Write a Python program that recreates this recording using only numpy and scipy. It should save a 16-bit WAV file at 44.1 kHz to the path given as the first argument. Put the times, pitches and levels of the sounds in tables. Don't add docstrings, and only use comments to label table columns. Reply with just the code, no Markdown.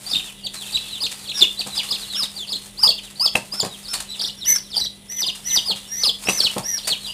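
import sys
import numpy as np
from scipy import signal
from scipy.fft import rfft, irfft, next_fast_len
from scipy.io import wavfile

SR = 44100
rng = np.random.default_rng(int(sys.argv[2]) if len(sys.argv) > 2 else 0)


def unload_audio(sound):
    columns = np.transpose(np.atleast_2d(sound))
    steps = np.round(np.clip(columns, -1, 1) * 32767)
    wavfile.write(sys.argv[1], SR, steps.astype(np.int16))


def ratio_of_db(decibels):
    return 10 ** (np.asarray(decibels, float) / 20)


N = 314433


def rms_one(x):
    return x / np.sqrt(np.mean(x ** 2) + 1e-20)


def drift(rate_hz, size=N):
    r = np.exp(-2 * np.pi * rate_hz / SR)
    noise = rng.standard_normal(size + 9000)
    return rms_one(signal.lfilter([1], [1, -2 * r, r * r], noise)[9000:])


def at_hz(points, hz):
    table_hz, value = np.transpose(points)
    return np.interp(np.log(hz), np.log(table_hz), value)


def coloured(x, spectrum):
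    size = next_fast_len(len(x))
    hz = np.maximum(np.fft.rfftfreq(size, 1 / SR), 10)
    return rms_one(irfft(rfft(x, size) * ratio_of_db(at_hz(spectrum, hz)), size)[:len(x)])


def filtered(x, order, hz, kind="low"):
    return signal.sosfilt(signal.butter(order, hz, kind, fs=SR, output="sos"), x)


def resonance(x, hz, width_hz):
    r = np.exp(-np.pi * width_hz / SR)
    poles = [1, -2 * r * np.cos(2 * np.pi * hz / SR), r * r]
    return signal.lfilter([(1 - r * r) / 2, 0, (r * r - 1) / 2], poles, x)


def bursts(events, rise_s, t60_s):
    out = np.zeros(N + SR)
    age_s = np.arange(SR) / SR
    for start_s, level_db in events:
        out[round(start_s * SR):][:SR] += ratio_of_db(level_db - 60 * age_s / t60_s) * np.clip(age_s / rise_s, 0, 1)
    return out[:N]


# frequency in Hz, level in dB per Hz.
AIR = [(18, -67), (30, -7), (148, 1.5), (197, -7.5), (256, -5), (606, -9.5), (1550, -23), (3590, -8),
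       (6210, -64), (9680, -8), (15500, -55)]
# frequency in Hz, level in dB rms.
HUM = [(199.6, -50.5), (400, -67), (2000, -64.5), (2200, -80)]
# frequency in Hz, width in Hz, level in dB rms.
FAN = [(39.2, 11, -51), (137, 23, -65)]


def background():
    t = np.arange(N) / SR
    out = ratio_of_db(-49) * coloured(rng.standard_normal(N), AIR)
    for hz, level_db in HUM:
        out += np.sqrt(2) * ratio_of_db(level_db + 1.2 * drift(5.5)) * np.sin(2 * np.pi * hz * t)
    noise = rng.standard_normal(N)
    for hz, width_hz, level_db in FAN:
        drone = resonance(resonance(noise, hz, width_hz), hz, width_hz)
        out += ratio_of_db(level_db) * rms_one(drone)
    return out


def room(x, far):
    t60_s, tail_db, early_db = 0.27, -11.5, -15
    t = np.arange(int(.8 * SR)) / SR
    tail = rng.standard_normal(len(t)) * ratio_of_db(-60 * t / t60_s) * np.clip(t / 0.012, 0, 1)
    tail = filtered(tail, 1, 6500)
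    early = rng.standard_normal(len(t)) * ratio_of_db(-60 * t / .07) * (rng.random(len(t)) < .2)
    tail, early = tail / np.linalg.norm(tail), early / np.linalg.norm(early)
    diffuse = signal.fftconvolve(ratio_of_db(tail_db) * x + far, tail)
    close = ratio_of_db(early_db) * signal.fftconvolve(x, early)
    return (diffuse + close)[:N]


def far_flock(count=200):
    peeps = []
    for when, length, top, fall, loud in rng.random((count, 5)):
        start_s, length_s = when * (N / SR - .15), .05 + .09 * length
        top_hz, level_db = 3500 + 1500 * top, 8.3 * loud
        peeps.append([(start_s, .93 * top_hz, level_db - 37.0),
                      (start_s + 0.32 * length_s, top_hz, level_db),
                      (start_s + length_s, top_hz * (.68 + .15 * fall), level_db + 8.5)])
    return rms_one(chicks(peeps, overtone_db=-37.0, hoarse=0.21, echo_db=1.0))


# frequency in Hz, level in dB per Hz.
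RUSTLE = [(880, 1), (1500, -3), (2970, -0.5), (3510, -0.5), (4060, 1.5), (6010, -1), (8880, 6),
          (15500, -11)]
# start in seconds, peak in dB.
SCUFFS = [(0.5352, -38), (0.55, -40), (1.114, -36.5), (1.345, -45), (1.37, -35), (1.395, -35), (1.42, -40),
          (1.58, -41), (1.6, -32), (1.668, -33), (1.75, -35), (2.23, -28), (1.8307, -32.5), (3.03, -42),
          (3.1, -41), (3.335, -40), (3.3533, -21), (3.535, -32), (3.9315, -24), (4.0, -31), (4.1555, -39.5),
          (4.5506, -31), (5.3487, -37), (5.7568, -38), (0.24, -39.5), (6.2243, -37), (6.2856, -26),
          (6.5794, -44), (3.6314, -39), (6.871, -21)]
# start in seconds, peak in dB.
TICKS = [(1.663, -27), (1.672, -33), (0.285, -38), (0.325, -39), (1.681, -33), (2.126, -28), (2.135, -27),
         (5.196, -28), (5.77, -42), (3.633, -29), (3.648, -22), (3.660, -25), (3.568, -38), (5.122, -26),
         (6.534, -32), (6.566, -42), (6.581, -20), (6.593, -27), (6.294, -30), (6.302, -42)]


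def rustle(level_db):
    grains = rng.standard_normal(N) * ratio_of_db(2.3 * drift(190) + 2.0 * drift(5.6))
    grains = filtered(coloured(grains, RUSTLE), 2, 800, "high")
    crackle = filtered(grains * ratio_of_db(1.2 * drift(150)), 1, 9700)
    scuffs = ratio_of_db(4.5) * bursts(SCUFFS, rise_s=.004, t60_s=0.12)
    ticks = bursts(TICKS, rise_s=0.0008, t60_s=.022)
    return grains * ratio_of_db(level_db + 2.5) + crackle * (scuffs + ticks)


# start in seconds, peak in dB.
THUDS = [(1.41, -51), (1.659, -26), (3.35, -12.5), (3.531, -28), (3.627, -15), (3.927, -43), (5.558, -52),
         (5.699, -22.5), (5.71, -35), (6.254, -28), (6.281, -12.5), (6.562, -11.5), (6.579, -33),
         (6.592, -26), (3.646, -20)]
# frequency in Hz, width in Hz, level in dB.
BOX = [(165, 102, 6.5), (230, 600, -20), (460, 330, 9.5), (815, 140, 2.5)]


def thuds():
    noise = rng.standard_normal(N)
    body = sum(ratio_of_db(level_db) * rms_one(resonance(noise, hz, width_hz)) for hz, width_hz, level_db in BOX)
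    body = filtered(body, 4, 110, "high")
    body = filtered(body, 2, 1100)
    return rms_one(body) * ratio_of_db(-6.0 + 0.63 * drift(31)) * bursts(THUDS, rise_s=0.0062, t60_s=0.11)


# start in seconds, peak in dB.
KNOCKS = [
    (3.3532, -10),
    (6.271, -24),
    (6.286, -12),
    (6.294, -19),
]
# frequency in Hz, level in dB, t60 in seconds.
BENCH = [(800, -8, .018), (1150, -8, .01), (2200, -12, .012), (2680, 8, .012), (3880, -17, .025),
         (4790, -12, .008), (7600, -14, .01), (9000, -14, .01)]


def knocks():
    bounces_s_db = [(0, -7), (.0013, -4), (.0028, -1), (.0062, -12), (.009, -12), (.015, -15)]
    out = np.zeros(N)
    for hz, level_db, t60_s in BENCH:
        clicks = np.full(N, 1e-18)
        for start_s, blow_db in KNOCKS:
            for lag_s, bounce_db in bounces_s_db:
                click_db = blow_db + level_db + bounce_db + 2 * rng.standard_normal()
                clicks[round((start_s + lag_s) * SR)] += ratio_of_db(click_db)
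        r, w = ratio_of_db(-60 / (t60_s * SR)), 2 * np.pi * hz / SR
        out += signal.lfilter([0, np.sin(w)], [1, -2 * r * np.cos(w), r * r], clicks)
    return out


def arch(t, s, hz):
    step = np.diff(hz) / np.diff(s)
    before, after = step[:-1], step[1:]
    inner = np.where(before * after > 0, 2 * before * after / (before + after + 1e-9), 0)
    slope = np.r_[step[0], inner, step[-1]]
    k = np.clip(np.searchsorted(s, t) - 1, 0, len(s) - 2)
    span = np.diff(s)[k]
    u = np.clip((t - s[k]) / span, 0, 1)
    ease = u * u * (3 - 2 * u)
    bend = span * u * (1 - u) * (slope[k] * (1 - u) - slope[k + 1] * u)
    return hz[k] + (hz[k + 1] - hz[k]) * ease + bend


# the octave's own frequency in Hz, level under the whistle in dB.
OVERTONE = [(5500, -24), (7200, -24), (9000, -22), (10500, -20), (12000, -19)]


def whistle(rows, overtone_db, hoarse, echo_db, low_octave_db=0):
    s, hz, level_db = np.transpose(rows)
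    start = round(s[0] * SR)
    t = np.arange(start, min(round(s[-1] * SR), N)) / SR
    pitch_hz = arch(t, s, hz)
    phase = 2 * np.pi * np.cumsum(pitch_hz + 32 * drift(110, size=len(t))) / SR
    dropped = np.clip((4300 - pitch_hz) / 600, 0, 1)
    octave_db = overtone_db + low_octave_db * dropped + at_hz(OVERTONE, 2 * pitch_hz)
    octave = ratio_of_db(octave_db + 2.5 * drift(60, size=len(t)))
    tone = np.sin(phase) + octave * np.sin(2 * phase)
    tone = tone * (1 + hoarse * drift(310, size=len(t)))
    edges = np.clip(np.minimum(t - t[0], t[-1] - t) / 0.0019, 0, 1)
    loudness = ratio_of_db(np.interp(t, s, level_db) + 1.3 * drift(45, size=len(t)))
    call = np.sqrt(2) * tone * edges * loudness
    taps = np.zeros(400)
    echoes = rng.integers(25, 400, 5)
    taps[echoes] = ratio_of_db(echo_db + 2 * rng.standard_normal(5)) * rng.choice([-1, 1], 5)
    taps[0] = 1
    return start, signal.fftconvolve(call, taps / np.linalg.norm(taps))


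def chicks(peeps, overtone_db, hoarse, echo_db, low_octave_db=0):
    out = np.zeros(N + SR)
    for rows, boost_db in zip(peeps, np.broadcast_to(low_octave_db, len(peeps))):
        start, call = whistle(rows, overtone_db, hoarse, echo_db, boost_db)
        out[start:start + len(call)] += call
    return out[:N]


def shaped(calls, shape):
    phase, share, shape_db = np.transpose(shape)
    return [np.c_[np.interp(phase, range(3), (start_s, knee_s, end_s)), share * top_hz, level_db + shape_db]
            for start_s, knee_s, end_s, top_hz, level_db in calls]


def long_calls(calls, shape, fall_s):
    falling = np.transpose(shape)[0] > 1
    peeps = []
    for start_s, knee_s, top_hz, held_db, fall_db in calls:
        level_db = np.where(falling, fall_db, held_db)
        peeps += shaped([(start_s, knee_s, knee_s + fall_s, top_hz, level_db)], shape)
    return peeps


# phase (0 start, 1 knee, 2 end), share of top pitch, level in dB.
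SLIDE_SHAPE = [(0, 1.001, -8.5), (1.001, .88, -0.5), (1.599, .71, -2), (2.0, 0.58, -14.5)]
RISE_SHAPE = [(0, 0.87, 0), (1.0, 1.04, -0.5), (2.0, 1.001, 0)]
# start, knee and end in seconds, top in Hz, level in dB.
SLIDES = [(0.095, 0.135, 0.142, 5650, -30.5), (0.262, 0.283, 0.31, 3740, -36),
          (0.12, 0.135, 0.142, 4850, -30), (0.551, 0.61, 0.652, 4255, -33.5),
          (0.88, 0.94, 1.0, 4370, -31.5), (1.245, 1.262, 1.3, 3760, -39), (1.7, 1.766, 1.8, 4190, -31),
          (1.99, 2.012, 2.07, 5100, -34.5), (2.08, 2.135, 2.18, 4310, -27),
          (2.974, 2.984, 2.998, 3894, -31), (3.02, 3.055, 3.09, 4150, -39), (3.62, 3.627, 3.634, 5260, -36),
          (3.661, 3.73, 3.77, 4250, -40.5), (3.83, 3.852, 3.885, 5280, -37),
          (0.65, 0.675, 0.705, 3760, -39), (1.09, 1.12, 1.16, 3770, -56), (2.468, 2.482, 2.49, 4960, -33),
          (4.62, 4.67, 4.72, 4260, -47), (6.762, 6.79, 6.85, 4230, -40.5), (5.15, 5.185, 5.2, 3660, -39),
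          (1.38, 1.4, 1.42, 3920, -32), (0.18, 0.195, 0.205, 3600, -29.5), (1.16, 1.19, 1.2, 3470, -50),
          (4.405, 4.425, 4.48, 4270, -30.5), (5.484, 5.505, 5.53, 4380, -29),
          (7.005, 7.055, 7.09, 4410, -33.5)]
# start, knee and end in seconds, top in Hz, level in dB.
RISES = [
    (3.155, 3.165, 3.194, 4430, -40),
    (3.88, 3.893, 3.93, 5220, -31),
    (3.935, 3.948, 3.96, 4350, -24),
]
# time in seconds, pitch in Hz, level in dB.
WARBLES = [
    [(7.066, 4600, -35), (7.078, 4850, -39), (7.1, 4730, -44), (7.128, 5120, -44)],
    [(4.095, 5660, -40), (4.11, 5340, -40), (4.128, 5000, -37)],
    [(0.17, 3730, -33), (0.187, 3730, -28), (0.215, 3630, -44), (0.245, 3780, -34)],
    [(4.075, 4150, -44), (4.1, 3950, -31), (4.127, 3990, -28), (4.135, 3700, -36), (4.145, 3100, -38),
     (4.165, 2400, -46)],
    [(4.13, 4030, -35), (4.145, 3800, -38), (4.165, 3500, -44), (4.18, 3340, -37)],
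    [(4.78, 4510, -33), (4.802, 4550, -30), (4.812, 4300, -31), (4.828, 3900, -29), (4.846, 4050, -32),
     (4.852, 4000, -40)],
    [(4.37, 5700, -48), (4.395, 5470, -40), (4.425, 5350, -39)],
    [(1.34, 3790, -32), (1.355, 3690, -33), (1.372, 3570, -34)],
]


def boxed_chicks():
    peeps = shaped(SLIDES, SLIDE_SHAPE) + shaped(RISES, RISE_SHAPE) + WARBLES
    return chicks(peeps, overtone_db=5, hoarse=0.3, echo_db=-7)


# phase (0 start, 1 knee, 2 end), share of top pitch, level in dB.
SHRILL_SHAPE = [(0, .84, -23), (.2, .98, 0), (.6, 1.001, 1.5), (.72, 1.001, 4.5), (1.001, .99, 1.5),
                (1.121, .9, -7.5), (1.272, .79, 5.5), (1.4, .68, -12.5), (1.499, .62, 3), (2.0, 0.45, -17)]
ARCH_SHAPE = [(0, .9, -16), (0.501, 1.1, -12), (1.0, 1.1, -1), (1.298, .85, -1), (1.7, .62, -0.5),
              (2.0, 0.5, -46)]
# start and knee in seconds, top in Hz, held and falling levels in dB.
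SHRILL_CALLS = [
    (5.08, 5.21, 5960, -29, -18),
    (5.44, 5.552, 5994, -25, -15),
]
# start, knee and end in seconds, top in Hz, level in dB.
ARCHES = [
    (5.235, 5.269, 5.316, 4510, -20),
]
# time in seconds, pitch in Hz, level in dB.
SHRILL_CRIES = [
    [(4.445, 4300, -36), (4.46, 5690, -27), (4.49, 6080, -10.5), (4.508, 5950, -13.5), (4.535, 6055, -17),
     (4.557, 5230, -29)],
    [(4.559, 5470, -21), (4.563, 5510, -16), (4.575, 5300, -32), (4.586, 4640, -29), (4.59, 3380, -47),
     (4.598, 2830, -42)],
    [(6.628, 4490, -43), (6.65, 5560, -28.5), (6.688, 5806, -20.5), (6.745, 5674, -21.5), (6.75, 5500, -28),
     (6.772, 5510, -28), (6.779, 4990, -24.5), (6.79, 3240, -35), (6.805, 2600, -48)],
    [(5.871, 5426, -51), (5.92, 5645, -28), (6.024, 5990, -21.5), (6.03, 5235, -26), (6.037, 4415, -9.5),
     (6.041, 3690, -20), (6.06, 2680, -33)],
    [(6.251, 5060, -31), (6.296, 5860, -23), (6.371, 6050, -27.5), (6.39, 5250, -21), (6.397, 4870, -26),
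     (6.406, 4290, -6), (6.411, 3460, -27), (6.418, 3260, -21), (6.426, 2920, -36)],
]
# time in seconds, pitch in Hz, level in dB.
BEADED_FALLS = [
    [(6.83, 3950, -37), (6.86, 4620, -30), (6.895, 4570, -21), (6.915, 4120, -18.5), (6.92, 3760, -21),
     (6.925, 3460, -19.5), (6.935, 2990, -22), (6.958, 2190, -42)],
    [(1.75, 4920, -34), (1.765, 5114, -29), (1.78, 4800, -19.5), (1.79, 3806, -23), (1.795, 3380, -21),
     (1.80, 3030, -21.5), (1.812, 2330, -31), (1.82, 2050, -41)],
    [(5.645, 4500, -34), (5.665, 5000, -27), (5.69, 4543, -20.5), (5.708, 3980, -18.5),
     (5.712, 3570, -18.5), (5.717, 3260, -21), (5.74, 2500, -42)],
    [(5.995, 4190, -39), (6.025, 5173, -30), (6.055, 5097, -12.5), (6.073, 4590, -16), (6.082, 4170, -13.5),
     (6.089, 3650, -19.5), (6.095, 3360, -9.5), (6.102, 2770, -29)],
    [(6.418, 5360, -28), (6.434, 5500, -18.5), (6.44, 4830, -19.5), (6.446, 4325, -14.5),
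     (6.455, 3840, -15), (6.463, 3350, -24), (6.47, 3016, -13.5), (6.487, 2300, -40)],
]


def shrill_chick():
    peeps = long_calls(SHRILL_CALLS, SHRILL_SHAPE, fall_s=.047) + shaped(ARCHES, ARCH_SHAPE)
    peeps = peeps + SHRILL_CRIES[2:] + BEADED_FALLS
    free = chicks(peeps, overtone_db=2, hoarse=0.2, echo_db=-12)
    return free + chicks(SHRILL_CRIES[:2], overtone_db=6, hoarse=0.15, echo_db=-14)


# time in seconds, pitch in Hz, level in dB.
TWITTERS = [
    [(0.722, 4087, -36), (0.732, 4660, -25.5), (0.74, 4080, -26), (0.748, 3690, -19.5), (0.76, 4016, -18.5),
     (0.77, 3380, -25.5), (0.777, 2440, -20.5)],
    [(1.003, 4194, -28.5), (1.022, 5023, -24), (1.032, 4750, -22), (1.042, 3570, -20.5), (1.055, 4410, -20),
     (1.063, 3545, -27), (1.071, 2320, -25.5)],
    [(1.272, 4150, -42), (1.28, 4550, -32), (1.295, 3325, -26.5), (1.303, 4190, -25.5), (1.314, 3680, -28),
     (1.319, 2860, -25), (1.326, 2100, -47)],
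    [(1.888, 4213, -28), (1.903, 4500, -36), (1.912, 5050, -17), (1.931, 3370, -22.5), (1.948, 4350, -26.5),
     (1.96, 3050, -27), (1.972, 2200, -47)],
    [(2.488, 4245, -32), (2.514, 5140, -27.5), (2.527, 4247, -19), (2.535, 3316, -24), (2.55, 4350, -28),
     (2.561, 4140, -21.5), (2.568, 3020, -33.5), (2.572, 2610, -51)],
    [(1.572, 3930, -39), (1.582, 3994, -34), (1.587, 3950, -37), (1.594, 4490, -17.5), (1.601, 4700, -27),
     (1.606, 4230, -19), (1.62, 2650, -28.5), (1.625, 2420, -44)],
    [(0.436, 4340, -39), (0.452, 4665, -25), (0.46, 4420, -27.5), (0.47, 3404, -20.5), (0.484, 2310, -53)],
    [(2.341, 4400, -49), (2.366, 4740, -34), (2.385, 4050, -28.5), (2.4, 3550, -31), (2.425, 3380, -31),
     (2.445, 3000, -33.5), (2.458, 2480, -42)],
]
TRILLS = [
    [(4.178, 4006, -45), (4.189, 5250, -45), (4.198, 4530, -18.5), (4.207, 3053, -34), (4.214, 4570, -18),
     (4.225, 5750, -32), (4.235, 4900, -27), (4.246, 3160, -22)],
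    [(4.246, 3170, -19), (4.255, 4240, -23.5), (4.262, 5530, -32), (4.27, 5900, -35), (4.281, 4020, -27),
     (4.294, 2726, -36.5), (4.305, 4170, -25.5), (4.308, 4240, -36)],
    [(4.735, 3960, -34), (4.757, 5365, -33), (4.77, 4550, -14.5), (4.774, 4270, -33), (4.78, 4680, -9),
     (4.784, 5100, -37), (4.799, 6030, -29.5), (4.811, 4086, -21), (4.819, 3920, -17)],
    [(4.819, 3940, -29), (4.833, 5670, -39), (4.848, 5850, -27.5), (4.855, 4070, -26), (4.864, 3216, -32),
     (4.87, 4030, -21), (4.876, 3950, -34)],
    [(4.702, 5330, -35), (4.711, 5150, -40), (4.724, 4050, -35), (4.742, 3500, -28), (4.757, 3080, -29),
     (4.765, 3950, -26)],
]
GRIPPED_CRIES = [
    [(0.062, 4560, -35), (0.078, 4684, -34), (0.097, 5010, -24), (0.106, 4960, -34), (0.114, 4730, -22),
     (0.124, 4150, -33), (0.134, 3637, -25), (0.141, 3810, -24), (0.148, 4330, -17)],
    [(0.141, 3790, -28), (0.146, 3360, -20.5), (0.155, 2470, -33)],
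    [(0.154, 3490, -30), (0.16, 3720, -17), (0.166, 3240, -27), (0.176, 2900, -28)],
    [(1.341, 5570, -36), (1.362, 5600, -34), (1.368, 5600, -33), (1.385, 5550, -27), (1.396, 5400, -23)],
    [(1.366, 5000, -40), (1.392, 5067, -19.5), (1.402, 5106, -31), (1.41, 4195, -10.5), (1.415, 3734, -10),
     (1.425, 3450, -5.5), (1.429, 3240, -21), (1.442, 2800, -22), (1.452, 2020, -40)],
    [(2.772, 3820, -42), (2.791, 4840, -27.5), (2.826, 5400, -27.5), (2.837, 4726, -3.5),
     (2.857, 5220, -17), (2.869, 4755, -8.5), (2.875, 4130, -15), (2.879, 3410, -13.5), (2.884, 3500, -18)],
    [(2.886, 4260, -26), (2.892, 4520, -7.5), (2.902, 4330, -16), (2.908, 3320, -18.5), (2.92, 2670, -38),
     (2.932, 2890, -25)],
    [(2.15, 5000, -28), (2.183, 5570, -21), (2.205, 5080, -19.5), (2.221, 4884, -21.5), (2.238, 3610, -21),
     (2.25, 4070, -34), (2.261, 2900, -26.5)],
]
HELD_CALLS = [
    [(3.196, 4505, -22), (3.215, 4910, -17.5), (3.243, 5260, -20.5), (3.255, 5125, -16), (3.263, 4545, -6),
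     (3.268, 3560, -31), (3.278, 3370, -19), (3.292, 2480, -45)],
    [(3.514, 4560, -48), (3.528, 4930, -21.5), (3.56, 5330, -35.5), (3.596, 5360, -26.5),
     (3.603, 4760, -11), (3.607, 3640, -30), (3.62, 3430, -28.5), (3.634, 2840, -42)],
]
HELD_OCTAVE_DB = [16, 33]


def first_chick():
    out = chicks(TWITTERS, overtone_db=3, hoarse=.17, echo_db=-14, low_octave_db=6)
    out = out + chicks(TRILLS, overtone_db=5, hoarse=.3, echo_db=-10)
    out = out + chicks(GRIPPED_CRIES[:5], overtone_db=4, hoarse=.5, echo_db=-7)
    out = out + chicks(GRIPPED_CRIES[5:], overtone_db=-3, hoarse=.15, echo_db=-15, low_octave_db=8)
    return out + chicks(HELD_CALLS, overtone_db=-5, hoarse=.1, echo_db=-20, low_octave_db=HELD_OCTAVE_DB)


# time in seconds, far flock in dB, rustle in dB.
ACTIVITY = [(0.0, -35, -40), (0.19, -39, -41.5), (0.48, -37, -54), (0.67, -33.5, -41), (1.4, -42, -46.5),
            (1.871, -31.5, -41), (2.38, -49, -45.5), (3.1, -52, -51.5), (3.95, -42.5, -48.5),
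            (5.12, -53.5, -58.5), (5.32, -42, -48), (5.56, -38, -43), (5.96, -44, -51.5),
            (6.17, -40, -44.5), (6.412, -38, -35), (6.69, -49, -47.5), (7.13, -25, -45.5)]


def scene():
    s, flock_db, rustle_db = np.transpose(ACTIVITY)
    t = np.arange(N) / SR
    boxed = boxed_chicks()
    near = ratio_of_db(-0.5) * (first_chick() + shrill_chick() + boxed)
    near = near + thuds() + rustle(np.interp(t, s, rustle_db))
    flock = ratio_of_db(np.interp(t, s, flock_db) - 10.0) * far_flock()
    blows = knocks()
    far = flock + ratio_of_db(-29.0) * boxed
    near = near + ratio_of_db(-34.0) * flock
    return (near + room(near + ratio_of_db(-8.5) * blows, far) + blows + background())[None]


def roll_off(x):
    return signal.sosfilt(signal.butter(12, 15850, fs=SR, output="sos"), x)


def record(dry):
    up, down = 160, 147
    fast = signal.resample_poly(dry, up, down, axis=1)
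    nearest = np.round(np.arange(N) * up / down).astype(int).clip(0, fast.shape[1] - 1)
    mix = 1.3 * np.tanh(fast[:, nearest] / 1.3)
    mix = filtered(mix, 2, 53, "high")
    mix = signal.sosfilt(signal.cheby2(16, 60, 16000, fs=SR, output="sos"), mix)
    return roll_off(mix)


dry = scene()
out = record(dry)
unload_audio(out)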